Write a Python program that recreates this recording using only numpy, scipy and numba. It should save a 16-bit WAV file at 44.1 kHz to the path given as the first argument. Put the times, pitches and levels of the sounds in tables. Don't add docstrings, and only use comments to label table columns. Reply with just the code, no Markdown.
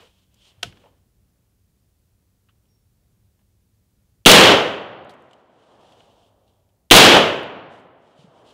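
import sys
import numpy as np
from scipy import signal
from scipy.fft import rfft, irfft
from scipy.io import wavfile
from scipy.ndimage import uniform_filter1d
from numba import njit

SR = 44100
rng = np.random.default_rng(int(sys.argv[2]) if len(sys.argv) > 2 else 0)


def output_pcm(signal):
    pcm = np.clip(np.atleast_2d(signal).T, -1, 1) * 32767
    wavfile.write(sys.argv[1], SR, np.round(pcm).astype(np.int16))


N = 376481


def undb(db):
    return 10 ** (np.asarray(db) / 20)


def unit(x):
    return x / np.sqrt(np.mean(x ** 2))


def add(out, start_s, x):
    i = int(round(start_s * SR))
    out[i:i + len(x)] += x[:len(out) - i]


def band(x, hz, width_hz):
    return signal.lfilter(*signal.iirpeak(min(hz, .45 * SR), hz / width_hz, fs=SR), x)


def walk(rate_hz):
    step = int(SR / rate_hz)
    return 0.66 * uniform_filter1d(np.repeat(rng.standard_normal(N // step + 1), step), step)[:N]


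def at_hz(table, hz):
    freqs, *columns = np.array(table, float).T
    return [np.interp(np.log(hz), np.log(freqs), column) for column in columns]


def burst(peak_db, hz, width_hz, t60_s):
    t = np.arange(int(.6 * SR)) / SR
    noise = band(band(rng.standard_normal(len(t)), hz, width_hz), hz, 2 * width_hz)
    puff = noise * undb(-60 * t / t60_s) * np.minimum(t / 0.00013, 1)
    return undb(peak_db) * puff / abs(puff).max()


def noise_floor():
    # freq_hz, density_db
    floor_spectrum = [(12, -31), (25, 10.5), (59, 8), (106, -5), (133, -14), (196, -10.5), (225, -22.5),
                      (252, -21), (465, -26), (932, -42.5), (1670, -37), (4310, -34.5), (9000, -34),
                      (15500, -34)]
    density_db, = at_hz(floor_spectrum, np.maximum(np.arange(N // 2 + 1) * SR / N, 1))
    noise = undb(-57.5) * unit(irfft(rfft(rng.standard_normal(N)) * undb(density_db), N))
    rumble = band(band(noise, 90, 150), 90, 150)
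    return noise + rumble * (undb(1.5 * walk(5)) - 1)


def engines():
    # pitch_hz, width_hz, level_db
    drones = [(99, 16, -64), (193, 41, -77)]
    return sum(undb(db + 2.5 * walk(4)) * unit(band(rng.standard_normal(N), hz, width))
               for hz, width, db in drones)


def bird():
    start_s, length_s, from_hz, to_hz, level_db = 2.685, .2, 5600, 5480, -74.5
    out, size = np.zeros(N), int(length_s * SR)
    progress = np.arange(size) / size
    pitch_hz = from_hz + (to_hz - from_hz) * progress + 45 * walk(150)[:size]
    envelope = undb(level_db + 5.5 * walk(90)[:size]) * np.sin(np.pi * progress ** 0.21)
    add(out, start_s, envelope * np.sin(2 * np.pi * np.cumsum(pitch_hz) / SR))
    return out


def rustle():
    # peak_s, rise_s, fall_s, hiss_db, rub_db
    swishes = [(.01, .05, 0.062, -66, -55.5), (.19, 0.12, 0.089, -74.5, -76), (.36, 0.044, 0.043, -77, -73),
               (.465, 0.055, 0.047, -60, -65), (.57, 0.06, 0.1, -84, -70), (.77, 0.047, 0.15, -76, -65),
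               (5.25, 0.16, 0.24, -66, -64), (5.68, 0.14, 0.17, -61, -64), (5.85, 0.034, 0.16, -63, -72),
               (6.02, .08, 0.098, -69.5, -68), (6.2, 0.11, 0.11, -67.5, -84), (6.5, 0.12, .15, -80, -85),
               (7.73, 0.029, .1, -56, -72), (8.09, 0.092, 0.097, -61.5, -64), (8.2, 0.03, 0.1, -56, -70),
               (8.37, .04, .08, -62, -72), (8.48, 0.028, 0.06, -55.5, -72)]
    t, out = np.arange(N) / SR, 0
    grain = undb(1.6 * walk(170) + 1.8 * walk(45))
    treble = signal.sosfilt(signal.butter(3, [2500, 9500], "band", fs=SR, output="sos"),
                            rng.standard_normal(N))
    hiss = unit(grain * (band(treble, 3020, 2500) + 0.52 * treble))
    rub = unit(grain * band(rng.standard_normal(N), 495.8, 588))
    for peak_s, rise_s, fall_s, hiss_db, rub_db in swishes:
        swell = np.exp(-((t - peak_s) / np.where(t < peak_s, rise_s, fall_s)) ** 2)
        out += swell * (undb(hiss_db) * hiss + undb(rub_db) * rub)
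    return out


def ticks():
    # start_s, peak_db, pitch_hz, t60_s
    contacts = [(.343, -52.5, 7000, 0.022), (.725, -48, 1410, 0.026), (0.772, -51, 1550, .033),
                (2.487, -57.5, 1310, 0.078), (2.655, -73, 2800, .03), (3.392, -67.5, 850, .05),
                (3.412, -69, 850, .04), (5.047, -48, 7000, .02), (5.094, -34, 4000, 0.093),
                (5.106, -46, 6500, .08), (5.137, -48, 7000, .033), (5.222, -50, 7500, .02),
                (5.311, -42, 3040, .024), (5.332, -35.5, 3040, .03), (5.921, -48, 3500, 0.048),
                (6.004, -47.5, 2600, 0.021), (6.006, -50, 1400, 0.033), (6.478, -61, 3720, .033),
                (6.495, -63, 3700, .03), (6.69, -70, 2800, .044), (7.431, -35, 8540, .02),
                (7.762, -54, 7000, .03), (7.797, -55, 8000, .03)]
    out = np.zeros(N)
    for start_s, db, hz, t60 in contacts:
        body = burst(db, hz, hz / 2.6, t60)
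        edge = burst(db - 5.5, min(2.2 * hz, 11000), hz, t60)
        add(out, start_s, body + edge)
    return out


def knocks():
    # start_s, level_db
    blows = [(.025, -53), (.836, -48.5), (0.857, -49), (.925, -63)]
    # pitch_hz, width_hz, gain_db, t60_s
    modes = [(520, 71, 0, 0.15), (750, 730, -3, 0.091), (930, 160, -5, 0.17), (1600, 740, -14, .06)]
    out = np.zeros(N)
    for start_s, db in blows:
        add(out, start_s, sum(burst(db + gain, hz, width, t60) for hz, width, gain, t60 in modes))
    return out


def thumps():
    # start_s, level_db, pitch_hz, t60_s
    contacts = [(.575, -44, 100.3, 0.194), (8.188, -28, 151, 0.11), (8.242, -22, 193, 0.053),
                (8.276, -30, 151, .08)]
    rise_s, sag_share = 0.002, 0.2976
    out, t = np.zeros(N), np.arange(int(.4 * SR)) / SR
    for start_s, db, hz, t60 in contacts:
        pitch_hz = hz * (1 - sag_share * np.minimum(t / t60, 1))
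        envelope = undb(db - 60 * t / t60) * (1 - np.exp(-t / rise_s))
        add(out, start_s, envelope * np.sin(2 * np.pi * np.cumsum(pitch_hz) / SR))
    return out


def safety_catch():
    # start_s, level_db
    blows = [(.6285, -24), (.6313, -9), (.6338, -18)]
    # pitch_hz, gain_db, t60_s (capped below)
    modes = [(700, 6.5, 0.15), (1310, 2, 0.073), (1480, 9, 0.043), (2620, -1, 0.059), (2930, -28.5, 0.25),
             (3545, -24, 0.012), (3600, -26.5, 0.066), (4110, -1.5, 0.091), (4200, -38.5, 0.045),
             (4850, -26.5, 0.073), (5770, -39, 0.079), (6971, -20.5, 0.054)]
    # delay_s, peak_db, pitch_hz, width_hz, t60_s
    bench = [(0.0057, -33, 332, 250, 0.085), (0.027, -44, 190, 320, 1), (0.022, -51, 4500, 2800, .35),
             (0.016, -49.5, 1700, 1200, .3), (0.023, -34, 99, 40, 0.19), (.01, -35, 30, 30, .3)]
    out, t = np.zeros(N), np.arange(int(.2 * SR)) / SR
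    for start_s, db in blows:
        ring = sum(rng.choice([-1, 1]) * undb(gain - 60 * t / min(t60, .06))
                   * np.sin(2 * np.pi * hz * t) for hz, gain, t60 in modes)
        crack = (burst(db - 2, 1700, 3100, t60_s=0.005)
                 + burst(db - 10, 6700, 2500, t60_s=0.0068)
                 + burst(db - 28.5, 11890, 6040, t60_s=0.0095))
        tail = burst(db - 25, 3000, 4000, t60_s=0.2)
        add(out, start_s, undb(db - 27.5) * ring)
        add(out, start_s, crack + tail)
    for delay_s, *sound in bench:
        add(out, blows[0][0] + delay_s, burst(*sound))
    return out


def trunk_arrivals(t, thicken_s, push_s):
    density = np.clip(0.018 + (t / thicken_s) ** 2, 0, 1)
    hits = (rng.random(len(t)) < density) / np.sqrt(density)
    hits[0] = 12.0
    lean = np.exp(-t / push_s)
    return hits * (rng.standard_normal(len(t)) * (1 - 0.6 * lean) + 0.24 * lean)


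def tree_echoes(t, count):
    # freq_hz, level_db, t60_s
    near_trees = [(40, -6.5, 0.47), (91, 8.5, 0.85), (138, 23, 0.51), (293, 26, .6), (480, 26.5, 0.8),
                  (900, 27.5, 0.62), (1857, 27, 0.61), (3240, 25.5, 0.57), (4270, 31.5, 0.45),
                  (6450, 20, 0.5), (9000, 17, 0.44), (16000, 4.5, 0.47)]
    # freq_hz, level_db, loss_db_per_s
    far_trees = [(40, -36, 0), (100, -12.5, -3), (268.8, -6.5, 0), (641.5, 1, -1), (890, -1, 0),
                 (1380, 1, 6), (2046, -2.5, 9), (3320, -8, 14.5), (3870, -7.5, 17), (4800, -15, 21),
                 (6476, -20.5, 34), (16000, -33.5, 87)]
    # delay_s, hold_s, level_db, swell_db_per_s, fade_db_per_s
    returns = [(0.283, 0.025, -8, 11.5, 38), (1.35, 0.19, -40, 18, 29.5)]
    shared = trunk_arrivals(t, thicken_s=.25, push_s=0.079)
    own = np.array([trunk_arrivals(t, thicken_s=.25, push_s=.06) for _ in range(count)])
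    spectrum, echoes = rfft(shared + 0.86 * own), 0
    freqs = np.maximum(np.fft.rfftfreq(len(t), 1 / SR), 1)
    roll = np.hypot(*(undb(db - swell * np.maximum(delay - t, 0) - fade * np.maximum(t - delay - hold, 0))
                      for delay, hold, db, swell, fade in returns))
    for hz in 25 * 2 ** (np.arange(29) / 3):
        third_octave = irfft(spectrum * np.clip(1 - abs(3 * np.log2(freqs / hz)), 0, 1))
        near_db, t60 = at_hz(near_trees, hz)
        far_db, loss = at_hz(far_trees, hz)
        envelope = np.hypot(undb(near_db - 60 * t / t60), roll * undb(far_db - loss * t))
        echoes += third_octave * envelope * np.sqrt(SR / hz) / 2
    return echoes


def rifle_shots():
    # start_s, gain_db
    shots = [(4.2601, -5), (6.9107, -4.5)]
    # offset_s, peak_db, pitch_hz, width_hz, t60_s
    transients = [(-.0075, -15, 3000, 1500, .008), (-.0075, -22, 8000, 9000, .007),
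                  (.055, 28, 6500, 900, .015), (.0535, 18, 12500, 3000, .015), (.257, 13, 550, 500, .04)]
    push_s, suction_s, pressure_db = .005, 0.022, 22
    out, t = np.zeros(N), np.arange(1 << 17) / SR
    push = t / push_s * np.exp(1 - t / push_s)
    suction = (t / suction_s * np.exp(1 - t / suction_s)) ** 4
    blast = undb(pressure_db) * (push - suction)
    for (start_s, db), echo in zip(shots, tree_echoes(t, len(shots))):
        add(out, start_s, undb(db) * (blast + echo))
        for offset_s, *sound in transients:
            add(out, start_s + offset_s, burst(*sound))
    return out


def scene():
    events = rifle_shots() + safety_catch() + ticks() + knocks() + thumps() + rustle() + bird()
    port_ring = undb(7) * band(events, hz=3070, width_hz=650)
    return (events + port_ring + noise_floor() + engines())[None]


@njit
def auto_gain(x, loud, floor, fall_s, hold_s, recover_s):
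    out, gain, wait = np.empty(len(x)), 1., 0.
    for i in range(len(x)):
        wait = hold_s * SR if loud[i] else wait - 1
        gain += (floor - gain) / (fall_s * SR) if wait > 0 else (1 - gain) / (recover_s * SR)
        out[i] = gain * x[i]
    return out


@njit
def limiter(x, ceiling, attack_s, release_s):
    out, level = np.empty(len(x)), 0.
    for i in range(len(x)):
        lag_s = attack_s if abs(x[i]) > level else release_s
        level += (abs(x[i]) - level) / (lag_s * SR)
        out[i] = x[i] * min(1., ceiling / (level + 1e-9))
    return out


def record(dry):
    suction_rail_db, pressure_rail_db = 9, 18
    coupling_hz, rumble_hz, subsonic_hz, top_hz = 74, 38, 50, 15660
    x = np.clip(dry[0], -undb(suction_rail_db), undb(pressure_rail_db))
    x += 0.01 * dry[0]
    for hz in (coupling_hz, rumble_hz):
        x = signal.lfilter(*signal.butter(1, hz, "high", fs=SR), x)
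    loud = uniform_filter1d(abs(x), size=4096) > undb(-30)
    x = auto_gain(x, loud, floor=undb(-13.5), fall_s=.1, hold_s=0.61, recover_s=0.82)
    x = limiter(x, ceiling=undb(-1), attack_s=0.0089, release_s=0.066)
    x = np.clip(signal.lfilter(*signal.butter(2, subsonic_hz, "high", fs=SR), x), -1, 1)
    return signal.sosfilt(signal.ellip(10, .2, 70, top_hz, fs=SR, output="sos"), x)[None]


dry = scene()
out = record(dry)
output_pcm(out)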